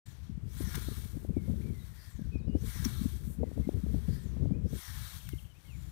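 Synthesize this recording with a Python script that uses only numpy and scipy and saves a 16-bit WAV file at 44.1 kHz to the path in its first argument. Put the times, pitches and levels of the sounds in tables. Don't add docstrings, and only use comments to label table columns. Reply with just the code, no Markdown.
import sys
import numpy as np
from scipy import signal
from scipy.fft import rfft, irfft, next_fast_len
from scipy.io import wavfile
from scipy.ndimage import uniform_filter1d, map_coordinates

SR = 44100
rng = np.random.default_rng(int(sys.argv[2]) if len(sys.argv) > 2 else 0)


def waveform_to_disk(signal):
    frames = np.transpose(np.atleast_2d(signal))
    scaled = np.clip(frames, -1, 1) * 32767
    samples = np.round(scaled).astype(np.int16)
    wavfile.write(sys.argv[1], SR, samples)


N = 260631
T = np.arange(N) / SR


def undb(db):
    return 10 ** (np.asarray(db) / 20)


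def unit(x):
    return x / np.sqrt(np.mean(x ** 2))


def bell(t, spread):
    return np.exp(-.5 * (t / spread) ** 2)


def curves(table):
    times, *columns = np.transpose(table)
    return [np.interp(T, times, column) for column in columns]


def colour(x, spectrum, modes=()):
    size = next_fast_len(N)
    f = np.arange(size // 2 + 1) * SR / size
    hz, db = np.transpose(spectrum)
    gain = undb(np.interp(np.log(f + 1), np.log(hz), db, left=-90, right=-90))
    ring = 1 + sum(undb(peak_db) / (1 + 2j * (f - centre) / width) for centre, width, peak_db in modes)
    return unit(irfft(rfft(x, size) * gain * ring, size)[:N])


def wander(rate_hz):
    size = int(SR / rate_hz)
    held = np.repeat(rng.standard_normal(N // size + 1), size)[:N]
    return unit(uniform_filter1d(uniform_filter1d(held, size), size))


def steady(x, seconds):
    size = int(seconds * SR)
    power = uniform_filter1d(uniform_filter1d(x ** 2, size), size)
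    return x / np.sqrt(power + 1e-9)


def snaps(per_s, spread_db, rub):
    clicks = (rng.random(N) < per_s / SR) * rng.standard_normal(N)
    strength = undb(spread_db * np.minimum(rng.exponential(size=N), 4))
    return unit(unit(clicks * strength) + rub * rng.standard_normal(N))


def drag(t, length, late, lift_db_per_s, drag_db=-66.7, swell_db_per_s=9, contact_db_per_s=110):
    settle_s, lift_at_s, airborne_at_s = .1, 1.45, 1.74
    settling = np.minimum(t - length - settle_s, 0)
    leaving = np.minimum(airborne_at_s + late - t, 0)
    since_lift = t - late - lift_at_s
    motion_db = np.minimum(swell_db_per_s * since_lift, -lift_db_per_s * since_lift)
    return undb(drag_db + contact_db_per_s * (settling + leaving) + motion_db)


def cut(t, length, cut_db=-55.5, rest_drop_db=25, land_s=.145, hold_s=.16):
    landing = np.maximum(-t, 0) / land_s
    slowing = np.maximum(t - hold_s, 0) / (length - hold_s)
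    return undb(cut_db - rest_drop_db * (landing ** 1.3 + slowing ** 2.5))


# (frequency [Hz], level [dB])
SWISH_SPECTRUM = [(3820, -42), (6500, -8), (9170, 2), (10700, -2.5), (12500, 2), (14700, -1.5), (15600, -2)]
BITE_SPECTRUM = [(400, -19), (750, -4.5), (1050, 0), (1450, 1.5), (1750, 3.5), (2050, -0.5), (2280, -0.5),
                 (2520, -14), (4400, -9), (5400, -15), (6300, -13), (7000, -38), (9000, -43)]
RASP_SPECTRUM = [(2000, -29), (2600, -5), (2950, -5), (3250, 1), (3900, 0), (4400, -2), (4950, -8),
                 (5700, -3), (6400, -11), (7200, -12), (9000, -31)]
# (frequency [Hz], bandwidth [Hz], level relative to the plain noise [dB])
BLADE_MODES = [(1051, 16, 0), (1411, 22, 0), (1603, 30, -4), (2259, 25, -1), (3310, 60, -7), (3744, 40, -7),
               (4683, 40, -6), (5356, 30, -4), (5729, 90, -5), (6293, 30, -3), (6621, 35, -2),
               (9784, 50, -6)]
# (entry time [s], cut length [s], lateness of return [s], level [dB], rasp [dB], swath level [dB])
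STROKES = [(-1.47, .7, .02, -1, 1, -75), (.6, .72, 0, .3, -1.5, -80), (2.685, .705, .03, -.7, -.5, -63.5),
           (4.78, .745, 0, -.4, .8, -72)]


def scythe(swish_db=.1, bite_db=-7, rasp_db=-5.7, drag_bite_db=-3.5, drag_rasp_db=-5):
    swish = crunch = rasp = 0
    for entry, length, late, db, stubble_db, swath_db in STROKES:
        t = T - entry
        forward = undb(db) * cut(t, length)
        swath = undb(swath_db) * bell(t - .625, spread=.033)
        bite = undb(bite_db + 5 * bell(t - .16, spread=.11))
        swish += undb(swish_db) * (forward + swath + drag(t, length, late, lift_db_per_s=48))
        crunch += bite * forward + undb(drag_bite_db) * drag(t, length, late, lift_db_per_s=28)
        scrape = undb(drag_rasp_db) * drag(t, length, late, lift_db_per_s=22)
        rasp += undb(stubble_db) * (undb(rasp_db) * forward + scrape)
    stalks = snaps(per_s=8000, spread_db=1.6, rub=1.0)
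    stalks *= undb(.9 * wander(70) + .7 * wander(18))
    return (swish * colour(stalks, SWISH_SPECTRUM, BLADE_MODES)
            + crunch * colour(stalks, BITE_SPECTRUM, BLADE_MODES)
            + rasp * colour(stalks, RASP_SPECTRUM, BLADE_MODES))


# (time after entry [s], spread [s], centre frequency [Hz], glide [octaves/s], level [dB])
GAP_RESONANCES = [(-.08, .025, 5900, 5, -70), (.015, .025, 9600, 7.5, -58), (.085, .033, 5700, -1.9, -59.5),
                  (.09, .06, 1850, -2.6, -61), (.28, .08, 1300, -1.6, -67), (.28, .06, 3850, .5, -61.5),
                  (1.44, .09, 1830, 0, -69.3), (1.43, .045, 4750, 0, -68), (1.53, .065, 7400, -4.4, -72.3)]


def turf_gap(relative_width=.16, band_hz=2000):
    edges = band_hz * np.exp(np.array([-.5, .5]) * relative_width)
    bandpass = signal.butter(2, edges, "band", fs=SR, output="sos")
    band = unit(signal.sosfilt(bandpass, rng.standard_normal(N)))
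    out = np.zeros(N)
    for entry, length, late, *_ in STROKES:
        offsets = rng.random(len(GAP_RESONANCES)) * N / 2
        for (delay, spread, hz, glide, db), offset in zip(GAP_RESONANCES, offsets):
            centre = entry + delay + (late if delay > length else 0)
            near = np.abs(T - centre) < 3 * spread
            t = T[near] - centre
            position = offset + np.cumsum(hz * 2 ** (glide * t)) / band_hz
            hiss = map_coordinates(band, [position], order=1, mode="mirror")
            out[near] += undb(db) * bell(t, spread) * hiss
    return out


# (frequency [Hz], level [dB])
RUMBLE_SPECTRUM = [(20, -33), (32, -17.5), (45, -8), (65, 2.5), (85, -2.5), (125, -6), (170, -12),
                   (250, -31), (400, -65)]
FLUTTER_SPECTRUM = [(90, -33), (140, -1.5), (190, 4), (280, -8), (400, -10), (520, -22), (700, -36.5),
                    (1000, -44), (1600, -84)]
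# (time [s], rumble level [dB], flutter level [dB])
GUSTS = [(.06, -46, -53), (.2, -50, -66), (.3, -45, -59), (.7, -40, -51), (1.2, -42.5, -52),
         (1.48, -37, -43), (1.7, -40, -47), (1.85, -48, -61), (2.1, -54, -71), (2.22, -41, -53),
         (2.56, -36.5, -44), (2.74, -41, -57), (2.92, -39, -49), (3.06, -38, -53), (3.24, -43, -55),
         (3.46, -38.5, -43), (3.75, -37, -48), (4.08, -33, -46), (4.24, -44, -53), (4.36, -35, -47),
         (4.54, -34, -41), (4.74, -41, -47), (4.84, -60, -70), (4.96, -40, -60), (5.1, -53, -70),
         (5.36, -42, -62), (5.57, -64, -72), (5.72, -44, -61), (5.91, -47, -63)]


def breeze(rumble_trim_db=1, flutter_trim_db=.5, flicker_db=3.5, puff_db=4.5, usual_flutter_db=-51.5):
    rumble_db, flutter_db = curves(GUSTS)
    fits_db, puffs_db = flicker_db * wander(90), puff_db * wander(28)
    rolls = colour(rng.standard_normal(N), RUMBLE_SPECTRUM)
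    rolls = steady(rolls * undb(fits_db / 2), seconds=.085)
    speed = undb(.15 * np.clip(flutter_db + fits_db - usual_flutter_db, -22, 5))
    swirls = colour(rng.standard_normal(N), FLUTTER_SPECTRUM)
    swirls = map_coordinates(swirls, [np.cumsum(speed)], order=3, mode="mirror")
    swirls = steady(swirls * undb(fits_db), seconds=.094)
    wind = undb(rumble_db + rumble_trim_db) * rolls + undb(flutter_db + flutter_trim_db) * swirls
    return steady(undb(puffs_db), seconds=.12) * wind


# (frequency [Hz], level [dB])
HUSH_SPECTRUM = [(40, 21), (200, 2.5), (600, -0.5), (1200, -4), (2200, -7), (4000, -15), (8000, -17),
                 (15000, -23)]


def hush(hush_db=-66.7, rustle_per_db=.45, usual_rumble_db=-41):
    rumble_db, _ = curves(GUSTS)
    rustle_db = rustle_per_db * np.maximum(rumble_db - usual_rumble_db, 0)
    return undb(hush_db + rustle_db + wander(5.7)) * colour(rng.standard_normal(N), HUSH_SPECTRUM)


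# (time [s], level [dB], frequency [Hz], crest level [dB])
EDDIES = [(.298, -36, 150, -70), (.379, -35, 167, -66), (.608, -32, 250, -42), (.676, -32.5, 200, -59),
          (.887, -34, 258, -41.5), (1.172, -33, 245, -50), (1.25, -40, 275, -40), (1.308, -30.5, 160, -67),
          (1.37, -24.5, 293, -37.5), (1.484, -38, 173, -45), (1.501, -28, 190, -43),
          (2.194, -36.5, 221, -50), (2.22, -34, 168, -57), (2.357, -31, 224, -44.5),
          (2.483, -34.5, 220, -46), (2.498, -30, 227, -65), (2.554, -23, 234, -34.5),
          (2.804, -30, 158, -68), (2.86, -29, 243, -55), (2.868, -27, 181, -63), (3.017, -27.5, 175, -58),
          (3.06, -25.5, 182, -70), (3.278, -32, 154, -70), (3.392, -30.5, 185, -70), (3.408, -39, 276, -50),
          (3.434, -25, 360, -24), (3.44, -33, 260, -33), (3.516, -40, 298, -42), (3.579, -34.5, 240, -37),
          (3.675, -28, 202, -61), (3.692, -26, 330, -29), (3.841, -28.5, 160, -60), (3.866, -38, 260, -44),
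          (3.946, -29, 258, -37.5), (4.087, -29, 167, -47), (4.369, -34, 187, -46), (4.458, -36, 288, -36),
          (4.478, -27.5, 129, -64), (4.51, -31, 230, -41), (4.52, -23, 169, -52), (4.733, -35.5, 218, -43),
          (5.337, -37, 247, -65)]


def eddies(swing_trim_db=1.5, crest_trim_db=1, spread_cycles=.61, crest_hz=500, crest_s=.00078):
    out = np.zeros(N)
    wobble = np.exp(.15 * wander(300))
    phases = rng.random((len(EDDIES), 2))
    for (time, db, hz, crest_db), (swing_phase, crest_phase) in zip(EDDIES, phases):
        near = np.abs(T - time) < .04
        t = T[near] - time
        cycles = np.cumsum(hz * wobble[near]) / SR
        swing = bell(t, spread_cycles / hz) * np.sin(2 * np.pi * (swing_phase + cycles - cycles.mean()))
        crest = np.sin(2 * np.pi * (crest_phase + crest_hz * t)) / np.cosh(t / crest_s)
        out[near] += undb(db + swing_trim_db) * swing + undb(crest_db + crest_trim_db) * crest
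    return out


# (frequency [Hz], level [dB])
CRACK_SPECTRUM = [(900, 3.5), (2600, -1), (3400, 3.5), (6500, 0), (7800, -1), (9800, 6.5),
                  (11500, -15), (14500, 9), (16000, 0)]
EDGE_SPECTRUM = [(5200, -27), (5680, 4), (6050, -9), (6300, -2), (6650, -6), (7000, -23)]
# (time [s], level [dB], spread [s], relative crunch [dB], relative ring [dB])
TUFTS = [(0.747, -60.5, .003, 15, -15), (0.756, -42.5, 0.0029, -15, -23), (0.776, -58, 0.0094, 3.5, -6),
         (2.85, -41.5, 0.0041, -21, 0.5), (2.862, -55, 0.0046, 0, -4), (5.291, -47.5, 0.0014, -12, -12)]


def tufts():
    stalks = snaps(per_s=7000, spread_db=2, rub=.8)
    crack = colour(stalks, CRACK_SPECTRUM, BLADE_MODES)
    crunch = colour(stalks, BITE_SPECTRUM, BLADE_MODES)
    ring = colour(rng.standard_normal(N), EDGE_SPECTRUM, BLADE_MODES)
    out = np.zeros(N)
    for time, db, spread, crunch_db, ring_db in TUFTS:
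        out += undb(db) * bell(T - time, spread) * (crack + undb(crunch_db) * crunch + undb(ring_db) * ring)
    return out


# (start [Hz], middle [Hz], end [Hz])
CHIRP_PITCHES = (3360, 3020, 2500)
# (time [s], length [s], start pitch [Hz], middle pitch [Hz], end pitch [Hz], level [dB])
BIRD_NOTES = [(1.32, .18, 2580, 2160, 2170, -70), (1.608, .02, 1900, 2300, 2700, -66),
              (1.633, .016, 1980, 2330, 2500, -65.5), (1.648, .062, 2214, 2330, 2220, -65.5),
              (1.723, .089, 2160, 2063, 1940, -68), (1.788, .054, 4030, 3810, 3900, -69),
              (2.159, .11, 1795, 1640, 1500, -71), (2.316, .067, 2530, 2526, 2400, -61),
              (2.37, .04, 5800, 4730, 3850, -75), (2.401, .074, 3780, 3830, 4070, -76.5),
              (2.464, .12, 2960, 2865, 3050, -69), (2.472, .04, 5660, 5000, 4400, -75),
              (3.41, .13, 2130, 1950, 1770, -72.5), (3.62, .046, 2120, 2120, 2060, -68),
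              (4.52, .065, 2280, 2460, 2440, -71), (5.239, .135, 2330, 2173, 2050, -68),
              (5.492, .041, 3120, 3030, 2800, -68), (5.542, .04, 2320, 2500, 2800, -69),
              (5.644, .056, 2220, 2150, 2140, -68), (5.649, .12, 3550, 2690, 2105, -65.5),
              (5.693, .24, 7250, 7130, 7250, -72)]


def birds(run_at_s=5.2, step_s=.06, chirp_s=.018, chirp_db=-61, trim_db=-.3, echo_db=-6, echo_t60_s=.61):
    song = np.zeros(N)
    drift, shimmer = 1 + .011 * wander(250), undb(1.8 * wander(60))
    chirps = [(run_at_s + k * step_s, chirp_s, *CHIRP_PITCHES, chirp_db) for k in range(5)]
    for start, length, *pitches, db in BIRD_NOTES + chirps:
        near = (T > start) & (T < start + length)
        progress = (T[near] - start) / length
        hz = np.polyval(np.polyfit([0, .5, 1], pitches, 2), progress) * drift[near]
        envelope = undb(db + trim_db) * np.sqrt(np.sin(np.pi * progress)) * shimmer[near]
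        song[near] += envelope * np.sin(2 * np.pi * np.cumsum(hz) / SR)
    t = T[:SR // 2]
    trees = rng.standard_normal(len(t)) * undb(-60 * t / echo_t60_s)
    echo = signal.fftconvolve(song, trees / np.linalg.norm(trees))[:N]
    return song + undb(echo_db) * echo


def scene():
    background = hush()
    left = scythe() + turf_gap() + breeze() + background + eddies() + tufts() + birds()
    return np.array([left, np.zeros(N)])


def record(dry, gain_db=6, top_hz=15750):
    opening = np.clip((T - .056) / .008, 0, 1)
    lowpass = signal.ellip(10, .1, 90, top_hz, fs=SR, output="sos")
    return signal.sosfilt(lowpass, undb(gain_db) * opening * dry)


dry = scene()
out = record(dry)
waveform_to_disk(out)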